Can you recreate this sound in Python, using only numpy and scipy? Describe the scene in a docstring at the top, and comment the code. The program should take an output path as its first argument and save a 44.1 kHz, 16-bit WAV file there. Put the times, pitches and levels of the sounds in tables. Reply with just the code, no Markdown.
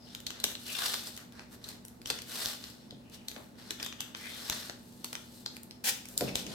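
"""Masking tape round a glass bulb

Masking tape is unwound from its roll and wrapped round a glass bulb in a small, hard kitchen.
Stick-slip of the glue is a dense train of tiny scattered clicks that excites the strip's resonances.
The paper backing buckles in short noise bursts, skin squeaks as gliding bands of noise, and the strip
rips in near-regular bursts. The roll is put down as decaying modes; an appliance hums as sines of
wandering phase."""
import sys
import numpy as np
from scipy import signal
from scipy.fft import rfft, irfft, next_fast_len
from scipy.io import wavfile
from scipy.ndimage import uniform_filter1d

SR = 44100
rng = np.random.default_rng(int(sys.argv[2]) if len(sys.argv) > 2 else 0)


def waveform_to_disk(signal):
    """Save audio, clipped to [-1, 1], as 16-bit WAV at the path in sys.argv[1]."""
    frames = np.transpose(np.atleast_2d(signal))
    scaled = np.clip(frames, -1, 1) * 32767
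    samples = np.round(scaled).astype(np.int16)
    wavfile.write(sys.argv[1], SR, samples)


N = 288414
TIME = np.arange(N) / SR

# relative spectrum of the fizz, shared by glue and snaps: (frequency [Hz], density [dB per Hz])
FIZZ = [(5000, -8.5), (8000, 5.5), (11000, 5), (14000, 6), (16500, -8)]


def from_db(db):
    """Logarithmic level: decibels to amplitude gain."""
    return 10 ** (np.asarray(db) / 20)


def rms_one(x):
    """Normalisation: scale to unit mean power."""
    return x / np.sqrt(np.mean(x ** 2) + 1e-20)


def at_hz(points, hz):
    """Interpolation of a table along a logarithmic frequency axis."""
    f, value = np.transpose(points)
    return np.interp(np.log(hz + 1e-9), np.log(f), value)


def coloured(x, spectrum):
    """Spectral shaping: weight a sound by a spectrum with falling skirts beyond its ends; rms 1."""
    size = next_fast_len(x.shape[-1])
    hz = np.arange(size // 2 + 1) * SR / size + 1e-3
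    lower_skirt = np.minimum(1, hz / spectrum[0][0]) ** 2
    upper_skirt = np.minimum(1, spectrum[-1][0] / hz) ** 2
    shaped = rfft(x, size) * from_db(at_hz(spectrum, hz)) * lower_skirt * upper_skirt
    return rms_one(irfft(shaped, size)[..., :x.shape[-1]])


def drift(rate):
    """Low-passed chance: noise through a double pole at rate [Hz], with spread 1."""
    step = 40  # samples between drawn values
    r = np.exp(-2 * np.pi * rate * step / SR)
    noise = rng.standard_normal(N // step + 2002)
    slow = signal.lfilter([1], [1, -2 * r, r * r], noise)[2000:]  # drop the filter's settling
    return np.interp(np.arange(N) / step, np.arange(len(slow)), rms_one(slow))


def ring(x, hz, t60):
    """Damped resonator: a unit click sets a decaying sine of initial height 1 ringing."""
    r = np.exp(-np.log(1000) / (t60 * SR))
    w = 2 * np.pi * min(hz, SR / 2) / SR
    return signal.lfilter([0, np.sin(w)], [1, -2 * r * np.cos(w), r * r], x + 1e-18)


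def dying(t, t60):
    """Exponential decay: a fall of 60 dB in t60 [s]."""
    return np.exp(-np.log(1000) * t / t60)


def diffuse(size):
    """Diffuse field: white noise whose left-right correlation depends on frequency."""
    # likeness of the two channels: (frequency [Hz], correlation [-1 to 1])
    correlation = [(30, 1), (70, 0.065), (130, 0.97), (260, 0.66), (600, 0.33), (1500, -0.39), (5000, 0.26),
                   (16000, -0.52)]
    mid, side = rfft(rng.standard_normal((2, size)))
    alike = np.clip(at_hz(correlation, np.arange(len(mid)) * SR / size), -1, 1)
    spectra = np.sqrt(1 + alike) * mid + np.sqrt(1 - alike) * side * [[1], [-1]]
    return irfft(spectra, size)


def panned(x, left_db):
    """Level difference: raise left over right by left_db [dB]."""
    return x * from_db([[left_db / 2], [-left_db / 2]])


def hump(middle_s, length_s):
    """Gaussian contact: smooth rise and fall, length_s wide where it is down to 1/e."""
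    return np.exp(-(2 * (TIME - middle_s) / length_s) ** 2)


def held(start_s, end_s, attack_s, release_s):
    """Sustained contact: one from start to end, with Gaussian flanks before and after."""
    early = np.maximum(start_s - TIME, 0) / attack_s
    late = np.maximum(TIME - end_s, 0) / release_s
    return np.exp(-early ** 2 - late ** 2)


def slips(per_s, spread_db, scatter_t60, direct):
    """Scattering: random clicks of uneven size reach each microphone by way of hands and bulb."""
    sizes = from_db(spread_db * np.minimum(rng.exponential(1, N), 4)) * rng.choice([-1, 1], N)
    clicks = sizes * (rng.random(N) < per_s / SR) / np.sqrt(per_s)
    # each click takes one of six stereo paths, 400 samples long
    dealt = rng.integers(0, 6, N)
    paths = rng.standard_normal((6, 2, 400)) * dying(TIME[:400], scatter_t60)
    paths[:, :, 0] += direct
    return sum(signal.fftconvolve([clicks * (dealt == k)], path, axes=1)[:, :N]
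               for k, path in enumerate(paths))


def peeling(wander_db, clump_db):
    """Stick-slip: glue threads break faster the harder the pull, and in clumps."""
    # relative spectra of crackle and rasp: (frequency [Hz], density [dB per Hz])
    crackle_colour = [(1200, -16), (2200, -7.5), (3000, 2), (7500, -1.5), (10500, 9)]
    rasp_colour = [(150, -23), (350, -1.5), (650, 3), (950, -1), (1400, 4), (2100, -2), (3200, -16)]
    # broad resonances of the stretched strip: (frequency [Hz], width [Hz], mean level [dB])
    strip_modes = [(2540, 880, -8.5), (3430, 740, 0.5), (4190, 1760, -0.5), (5390, 435, 0.5),
                   (5600, 2300, -2.5), (7550, 7200, -15.5)]
    # brief surges of friction: the strip jerks free, and at 6.29 s a scuff:
    # (time [s], surge of crackle and rasp [dB])
    surges = [(0.79, 11), (0.84, 6.5), (0.862, 9), (0.939, 10), (0.996, 3.5), (2.111, 14), (2.361, 5.5),
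              (2.421, 6), (4.526, 10), (6.292, 10)]
    surge_half_s = 0.005  # half-width of a surge, at 1/e

    crackle_db, rasp_db, fizz_db = handwork()
    slips_per_s = 3500 * from_db(.7 * (crackle_db + 47.0)) + 1500
    grains = slips(slips_per_s, spread_db=2.0, scatter_t60=0.011, direct=3.4)
    # even out the running power
    power = uniform_filter1d(np.mean(grains ** 2, axis=0), size=1500)
    grains = grains / np.sqrt(power + 1e-9)
    # single ridges of the crepe paper tick under tension; a light touch mostly hisses
    ridges = rms_one(slips(slips_per_s / 20, spread_db=2.0, scatter_t60=.007, direct=4.0))
    tension = np.clip((crackle_db + 68) / 22, .1, 1)
    grains = (grains + .6 * tension * ridges) * from_db(tension * clump_db * drift(70))
    # stray wrinkles of the backing tick at random, 35 a second
    wrinkles = rms_one(slips(35, spread_db=-0.5, scatter_t60=0.017, direct=1.0))
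    grains = grains + from_db(-8.5) * wrinkles
    # the free length changes, so its resonances come and go
    strip = 0
    for k, (hz, width, db) in enumerate(strip_modes):
        resonance = rms_one(signal.lfilter(*signal.iirpeak(hz, hz / width, fs=SR), grains))
        strip = strip + (-1) ** k * from_db(db + wander_db * drift(26.0)) * resonance
    surge_db = sum(db * np.exp(-((TIME - s) / surge_half_s) ** 2) for s, db in surges)
    crackle = from_db(crackle_db + surge_db - 0.75) * coloured(strip, crackle_colour)
    rasp = from_db(rasp_db + surge_db - 1.0) * coloured(grains, rasp_colour)
    fizz = from_db(fizz_db + 0.4 * surge_db - 3.1) * coloured(grains, FIZZ)
    return panned(crackle + rasp, 0.8) + panned(fizz, 2.6)


def handwork():
    """Power summation: pulls, strokes and resting grip give crackle, rasp and fizz levels [dB]."""
    # tape is pulled off the roll; levels before the final trims of the peeling:
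    # (start [s], hardest pull [s], end [s], crackle at hardest [dB], rasp re crackle [dB],
    #  fizz re crackle [dB], build-up [dB], slackening [dB])
    pulls = [(0.66, 0.889, 1.14, -38.5, -8, -0.5, 7.5, 17.5), (2.312, 2.441, 2.495, -41.5, -5, 0.5, 5, 1.5),
             (4.161, 4.554, 4.66, -45, -4.5, -2, 8.5, 5.5)]
    # fingers smooth the tape down; levels before the same trims:
    # (middle [s], length [s], crackle [dB], rasp re crackle [dB], fizz re crackle [dB])
    strokes = [(0.11, 0.15, -56, -10, -12), (0.373, 0.18, -56.5, -1, -14), (0.502, 0.08, -56.5, 5.5, 10),
               (0.635, 0.12, -54.5, -9, 2), (1.076, 0.056, -54.5, 0, 7.5), (1.207, 0.079, -58, 1.5, -3),
               (1.389, 0.13, -59.5, 3, -14), (1.535, 0.053, -57.5, -1, 3), (1.692, 0.13, -53, -3, -5),
               (2.087, 0.043, -48, -7.5, -2), (2.152, 0.13, -53, -3, -5), (2.295, 0.065, -50.5, -4.5, 2),
               (2.655, 0.16, -52.5, -7.5, -2), (2.812, 0.16, -63, -8, -7), (3.142, 0.041, -50.5, -8.5, -3),
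               (3.378, 0.22, -65.5, 3, 5.5), (3.61, 0.071, -55, -2.5, -6), (3.698, 0.12, -54, -4.5, -7),
               (3.824, 0.069, -55, 5, 2), (4.054, 0.18, -64, 5, 1), (4.918, 0.41, -66, -26, 4.5),
               (5.163, 0.42, -61, -10, 1), (5.37, 0.14, -59.5, -22, 3.5), (5.55, 0.073, -61, -3, 1),
               (6.114, 0.096, -59.5, -4, 7.5), (6.255, 0.14, -48, -6.5, -20),
               (6.388, 0.07, -43.5, -9.5, -4.5), (6.53, 0.11, -48.5, -7, -13)]
    # the hands never quite rest, before the same trims: (crackle [dB], rasp [dB], fizz [dB])
    resting_grip = (-73, -73, -76)
    grip_s, let_go_s = 0.0067, 0.057
    rasp_growth, fizz_growth = 1.17, 1.19  # dB per dB of effort

    power = from_db(resting_grip)[:, None] ** 2 * np.ones(N)
    for start, hardest, end, db, rasp_db, fizz_db, build_db, slacken_db in pulls:
        effort_db = np.interp(TIME, [start, hardest, end], [-build_db, 0, -slacken_db])
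        parts_db = [effort_db, rasp_db + rasp_growth * effort_db, fizz_db + fizz_growth * effort_db]
        power += (from_db(db) * from_db(parts_db) * held(start, end, grip_s, let_go_s)) ** 2
    for middle, length, db, rasp_db, fizz_db in strokes:
        parts = from_db([[0], [rasp_db], [fizz_db]])
        power += (from_db(db) * parts * hump(middle, length)) ** 2
    return 10 * np.log10(power)


def snaps(rise_s, crack_db, ring_db, body_db, top_db, halo_db, spike_db, size=1500, lead=300):
    """Buckling: the backing spikes and cracks amid a faint halo of noise, swelling before and dying after."""
    # snaps of the paper backing; levels before the common offsets given as arguments:
    # (time [s], level [dB], ring frequency [Hz], body [dB], top [dB], t60 [s], 3 ms at least)
    snap_events = [(0.1486, -28.5, 4060, -17, -22, 0.0087), (0.2019, -42, 3360, -31, -12, 0.011),
                   (0.2656, -20, 4480, -59, -24, 0.025), (0.3039, -29.5, 3350, -12, -22, 0.0073),
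                   (0.4, -30.5, 4230, -27, -19.5, 0.02), (0.4396, -11, 4000, -42, -20.5, 0.016),
                   (0.552, -29, 4330, -15.5, -43, 0.0082), (0.9407, -23, 5200, -13.5, -17.5, 0.0053),
                   (1.0698, -31, 5260, -35, -19, 0.02), (1.164, -40.5, 6450, -21, -11, 0.02),
                   (1.175, -36.5, 4540, -13.5, -13, 0.016), (1.3225, -48.5, 4020, -17, -14, 0.0089),
                   (1.3933, -42.5, 1430, 0, -39, 0.012), (1.6399, -29.5, 4240, -52, -25.5, 0.04),
                   (1.687, -32, 4520, -41, -15.5, 0.022), (1.8501, -47, 6600, -12, -3, 0.005),
                   (1.8813, -50.5, 12600, -10, -4.5, 0.013), (2.016, -44.5, 5000, -13, -16, 0.01),
                   (2.0572, -24.5, 3600, -49, -28, 0.013), (2.0718, -32.5, 5640, -33, -15, 0.018),
                   (2.1005, -17.5, 4830, -14.5, -20.5, 0.02), (2.1869, -29.5, 2900, -24, -26, 0.018),
                   (2.218, -35.5, 4930, -15, -14, 0.014), (2.458, -17, 4400, -46, -25, 0.0025),
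                   (2.6389, -29, 4760, -31, -29, 0.012), (2.9078, -34, 4940, -43, -29, 0.0052),
                   (3.097, -52.5, 6950, -23, -11, 0.012), (3.2831, -23.5, 4160, -40, -20, 0.011),
                   (3.3136, -37.5, 3800, -10, -20, 0.014), (3.3622, -45, 1260, 2.5, -35, 0.014),
                   (3.706, -23.5, 4190, -14, -20.5, 0.018), (3.7982, -29, 3550, -14.5, -47, 0.057),
                   (3.8276, -23, 4800, -21, -21, 0.013), (3.8467, -37, 3730, -35, -10.5, 0.013),
                   (3.8615, -28.5, 3770, -12, -19.5, 0.023), (3.9249, -32.5, 3000, -14, -42, 0.015),
                   (4.0044, -22.5, 3580, -24, -19, 0.016), (4.148, -32.5, 3840, -5.5, -41, 0.0073),
                   (4.4975, -17, 4040, -26, -20, 0.009), (4.6963, -30, 1700, -8, -29, 0.0078),
                   (5.0436, -28, 6240, -13.5, -13, 0.013), (5.1286, -35.5, 1950, -2, -12.5, 0.02),
                   (5.1524, -27.5, 3540, -11, -26, 0.0055), (5.461, -22, 5000, -19.5, -30, 0.0057),
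                   (5.5663, -42, 5000, -4, -10.5, 0.0043), (5.632, -53.5, 12200, -32, 2, 0.0069),
                   (5.709, -36.5, 5500, -16, -23.5, 0.0069), (6.054, -36, 2870, -24, -19, 0.013),
                   (6.0861, -46.5, 6730, -21, -4.5, 0.011), (6.1765, -21.5, 7440, -43, -8.5, 0.0063),
                   (6.2079, -26.5, 5030, -9, -16, 0.024), (6.3542, -16.5, 3960, -29, -19, 0.013),
                   (6.4648, -28.5, 3060, -25, -26, 0.031)]
    # relative spectra of a snap: (frequency [Hz], density [dB per Hz])
    crack_colour = [(800, -67.5), (2000, -78), (3000, -0.5), (4000, 8), (6000, 8), (8000, -2), (12000, -73)]
    body_colour = [(100, -32), (300, 13), (700, 0.5), (1400, 9.5), (2600, 10)]

    out = np.zeros((2, N + size))
    t = np.abs(np.arange(size) - lead) / SR  # time to or from the buckling
    attack = (np.arange(size) >= lead) * (1 - np.exp(-(t / rise_s) ** 8))
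    for s, db, hz, low_db, high_db, t60 in snap_events:
        buckle = attack * (dying(t, max(t60, .003)) + from_db(spike_db) * dying(t, .003))
        halo = from_db(halo_db) * dying(t, 0.018)
        # the burst is noise shaped by the buckle and its halo; the ring at the strip's pitch is added below
        burst = diffuse(size) * (buckle / buckle.max() + halo)
        crack = from_db(crack_db) * coloured(burst, crack_colour)
        body = from_db(low_db + body_db) * coloured(burst, body_colour)
        top = from_db(high_db + top_db) * coloured(burst, FIZZ)
        tone = from_db(ring_db) * rms_one(ring(burst, hz, .003))
        snap = crack + body + top + tone
        snap *= snap.std() / snap.std(axis=1, keepdims=True)  # equally strong both ways, before panning
        at = int(s * SR) - lead
        out[:, at:at + size] += from_db(db) * panned(snap, 1.5)
    return out[:, :N]


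def rip(jitter, fray_db):
    """Periodic fracture: the tear crosses crepe ridges in near-regular bursts amid snapping fibres."""
    # relative spectrum of the tear: (frequency [Hz], density [dB per Hz])
    rip_colour = [(150, -17), (480, -1), (620, -4), (800, -3.5), (1150, -7), (1650, 1.5), (2000, 0),
                  (2600, 1), (5500, 3), (8000, 0.5), (11000, -0.5), (16000, -3)]
    start_s, end_s, attack_s, release_s = 5.842, 5.893, 0.0018, 0.012
    end_db, swell_db, bursts_per_s = -25.5, 7.5, 770

    # the tear swells until the last fibres part
    level_db = end_db + np.interp(TIME, [start_s, end_s], [-swell_db, 0])
    ridges = np.floor(np.cumsum(bursts_per_s * np.exp(jitter * drift(200))) / SR)
    bursts = np.diff(ridges, prepend=0) * from_db(3 * rng.standard_normal(N))
    fibres = slips(np.full(N, 6000.), spread_db=1.5, scatter_t60=0.009, direct=0.66)
    tear = coloured(bursts, rip_colour) + from_db(fray_db) * coloured(fibres, rip_colour)
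    envelope = from_db(level_db) * held(start_s, end_s, attack_s, release_s)
    return panned(envelope * rms_one(tear), 1.6)


def rubs(width_hz, judder_db):
    """Frictional excitation: sticking, slipping skin stirs one resonance that glides with the grip."""
    # fingers squeak faintly along tape and roll; levels before the judder:
    # (middle [s], length [s], level [dB], resonance at middle [Hz], glide [Hz per s])
    squeaks = [(0.047, 0.15, -64, 5100, 0), (0.302, 0.15, -62, 3660, 1), (0.71, 0.09, -46.5, 2710, 3),
               (0.8, 0.12, -46.5, 3530, 2), (0.83, 0.1, -44.5, 1319, -2500),
               (3.167, 0.27, -67.5, 2710, -300), (3.385, 0.062, -54, 816, 1303),
               (3.857, 0.14, -52, 3430, -1200), (4.019, 0.05, -48.5, 3000, -4000),
               (4.262, 0.12, -49.5, 2100, 603), (4.318, 0.14, -52, 3430, 7),
               (6.289, 0.021, -43.5, 2526, -4000)]
    out = np.zeros((2, N))
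    lowpass = signal.butter(2, width_hz / 2, fs=SR, output="sos")
    friction = rms_one(signal.sosfilt(lowpass, rng.standard_normal((2, 2, N))))
    judder = from_db(judder_db * drift(100))
    for middle, length, db, hz, glide in squeaks:
        on = np.abs(TIME - middle) < 2 * length
        phase = 2 * np.pi * np.cumsum(hz + glide * (TIME[on] - middle)) / SR
        # two slow noises in quadrature make a band of noise about the resonance
        squeak = friction[0][:, on] * np.cos(phase) + friction[1][:, on] * np.sin(phase)
        out[:, on] += from_db(db) * hump(middle, length)[on] * squeak
    return panned(out * judder, 5.5)


def knocks():
    """Modal excitation: soft contacts set the roll's modes ringing, each a little differently."""
    # dull knocks of the roll in the hand and on the counter:
    # (time [s], level [dB], softness cut-off [Hz])
    contacts = [(0.44, -41.5, 910), (2.101, -39.5, 900), (2.922, -36.5, 140), (3.362, -48, 1800),
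                (4.696, -51, 2050), (6.166, -55, 1210), (6.208, -30.5, 900), (6.218, -24, 347),
                (6.234, -33, 300), (6.249, -44, 300), (6.28, -43, 600)]
    # modes of the cardboard roll on the counter: (frequency [Hz], mean level [dB], t60 [s])
    roll_modes = [(134, -16.5, 0.25), (181, -18, 0.84), (230, -11, 0.13), (269.6, -6.5, 0.14),
                  (337, -10, 0.18), (396.3, -9, 0.15), (473, -0.5, 0.072), (562, 1, 0.071),
                  (715, -2, 0.054), (1020, -16, 0.074), (1430, -10, 0.05)]
    out = np.zeros((2, N + SR))
    t = TIME[:SR // 2]
    hz, mode_db, t60 = np.transpose(roll_modes)[:, :, None]
    modes = np.sin(2 * np.pi * hz * t) * dying(t, t60)
    modes[1::2] *= -1  # neighbouring modes swing in opposite directions
    for s, db, soft_hz in contacts:
        uneven_db = rng.normal(0, 1.9, (2,) + hz.shape)
        strength = from_db(db + mode_db + uneven_db) / np.hypot(1, hz / soft_hz)
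        at = int(s * SR)
        out[:, at:at + len(t)] += np.sum(strength * modes, axis=1)
    return panned(out[:, :N], 0.3)


def kitchen(x, wet_db, counter_db, counter_s, build_s):
    """Reverberation: a tail dies band by band, with a bounce off the counter just after it starts."""
    # the kitchen's decay: (frequency [Hz], t60 [s])
    room_decay = [(100, 0.75), (500, 0.48), (2000, 0.38), (4000, 0.54), (8000, 0.32), (16000, 0.35)]
    t = TIME[:SR // 2]
    noise, tail = diffuse(len(t)), 0
    edges = np.geomspace(60, 18000, 9)
    for low, high in zip(edges, edges[1:]):
        bandpass = signal.butter(2, [low, high], "band", fs=SR, output="sos")
        band = signal.sosfiltfilt(bandpass, noise)
        tail = tail + band * dying(t, at_hz(room_decay, np.sqrt(low * high)))
    tail = rms_one(tail * (1 - np.exp(-t / build_s)))
    bounce = rms_one(diffuse(len(t)) * (t > counter_s) * dying(np.abs(t - counter_s), 0.005))
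    echo = (from_db(wet_db) * tail + from_db(counter_db) * bounce) / np.sqrt(len(t))
    return x + signal.fftconvolve(x, echo, axes=1)[:, :N]


def background():
    """Superposition: hum partials of wandering phase over the low rush of room air and moving arms."""
    # appliance hum: (frequency [Hz], rms level before panning [dB])
    hum_partials = [(68, -70.5), (120, -65), (240, -58.5), (349, -104), (872, -76)]
    # relative spectra of still air and of the sleeves: (frequency [Hz], density [dB per Hz])
    air_colour = [(20, -30), (31, 5), (41, -32), (62, 1), (80, -1.5), (100, -0.5), (140, -5), (200, 4.5),
                  (270, 0.5), (400, -6), (700, -11), (1300, -19), (3000, -29), (16000, -31)]
    sleeve_colour = [(55, -5), (110, -7), (200, 5), (300, -3), (450, -5.5), (900, -13.5)]
    # the arms shift with a low rustle: (time [s], level [dB])
    arm_levels = [(6.1, -63.5), (6.25, -39.5), (6.4, -49.5), (6.54, -43)]
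    hum = 0
    for hz, db in hum_partials:
        phase = 2 * np.pi * hz * TIME + 1.01 * drift(5.3)
        hum = hum + from_db(db) * np.sqrt(2) * np.sin(phase)
    air = from_db(-56) * coloured(diffuse(N), air_colour)
    arms_db = np.interp(TIME, *np.transpose(arm_levels))
    arms = from_db(arms_db) * coloured(diffuse(N), sleeve_colour)
    return panned(hum, -0.86) + air + arms


def scene():
    """Superposition: the handiwork sounds in the kitchen, over its background."""
    tape = peeling(wander_db=1.0, clump_db=1.0)
    tape = tape + rubs(width_hz=550, judder_db=3.5)
    tape = tape + rip(jitter=.04, fray_db=5.0)
    tape = tape + snaps(rise_s=.0011, crack_db=-22, ring_db=-22.5, body_db=-10.0, top_db=-2.5,
                        halo_db=-21, spike_db=9.5)
    handiwork = kitchen(tape + knocks(), wet_db=-6.0, counter_db=-14.5, counter_s=0.0093, build_s=0.0016)
    return handiwork + background()


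def record(dry):
    """Band limiting: the microphone sheds the deep bass, and the top is cut steeply."""
    bass_cut = signal.butter(3, 40, "high", fs=SR, output="sos")
    top_cut = signal.ellip(10, .1, 70, 16300, fs=SR, output="sos")
    return signal.sosfilt(top_cut, signal.sosfilt(bass_cut, dry))


dry = scene()
out = record(dry)
waveform_to_disk(out)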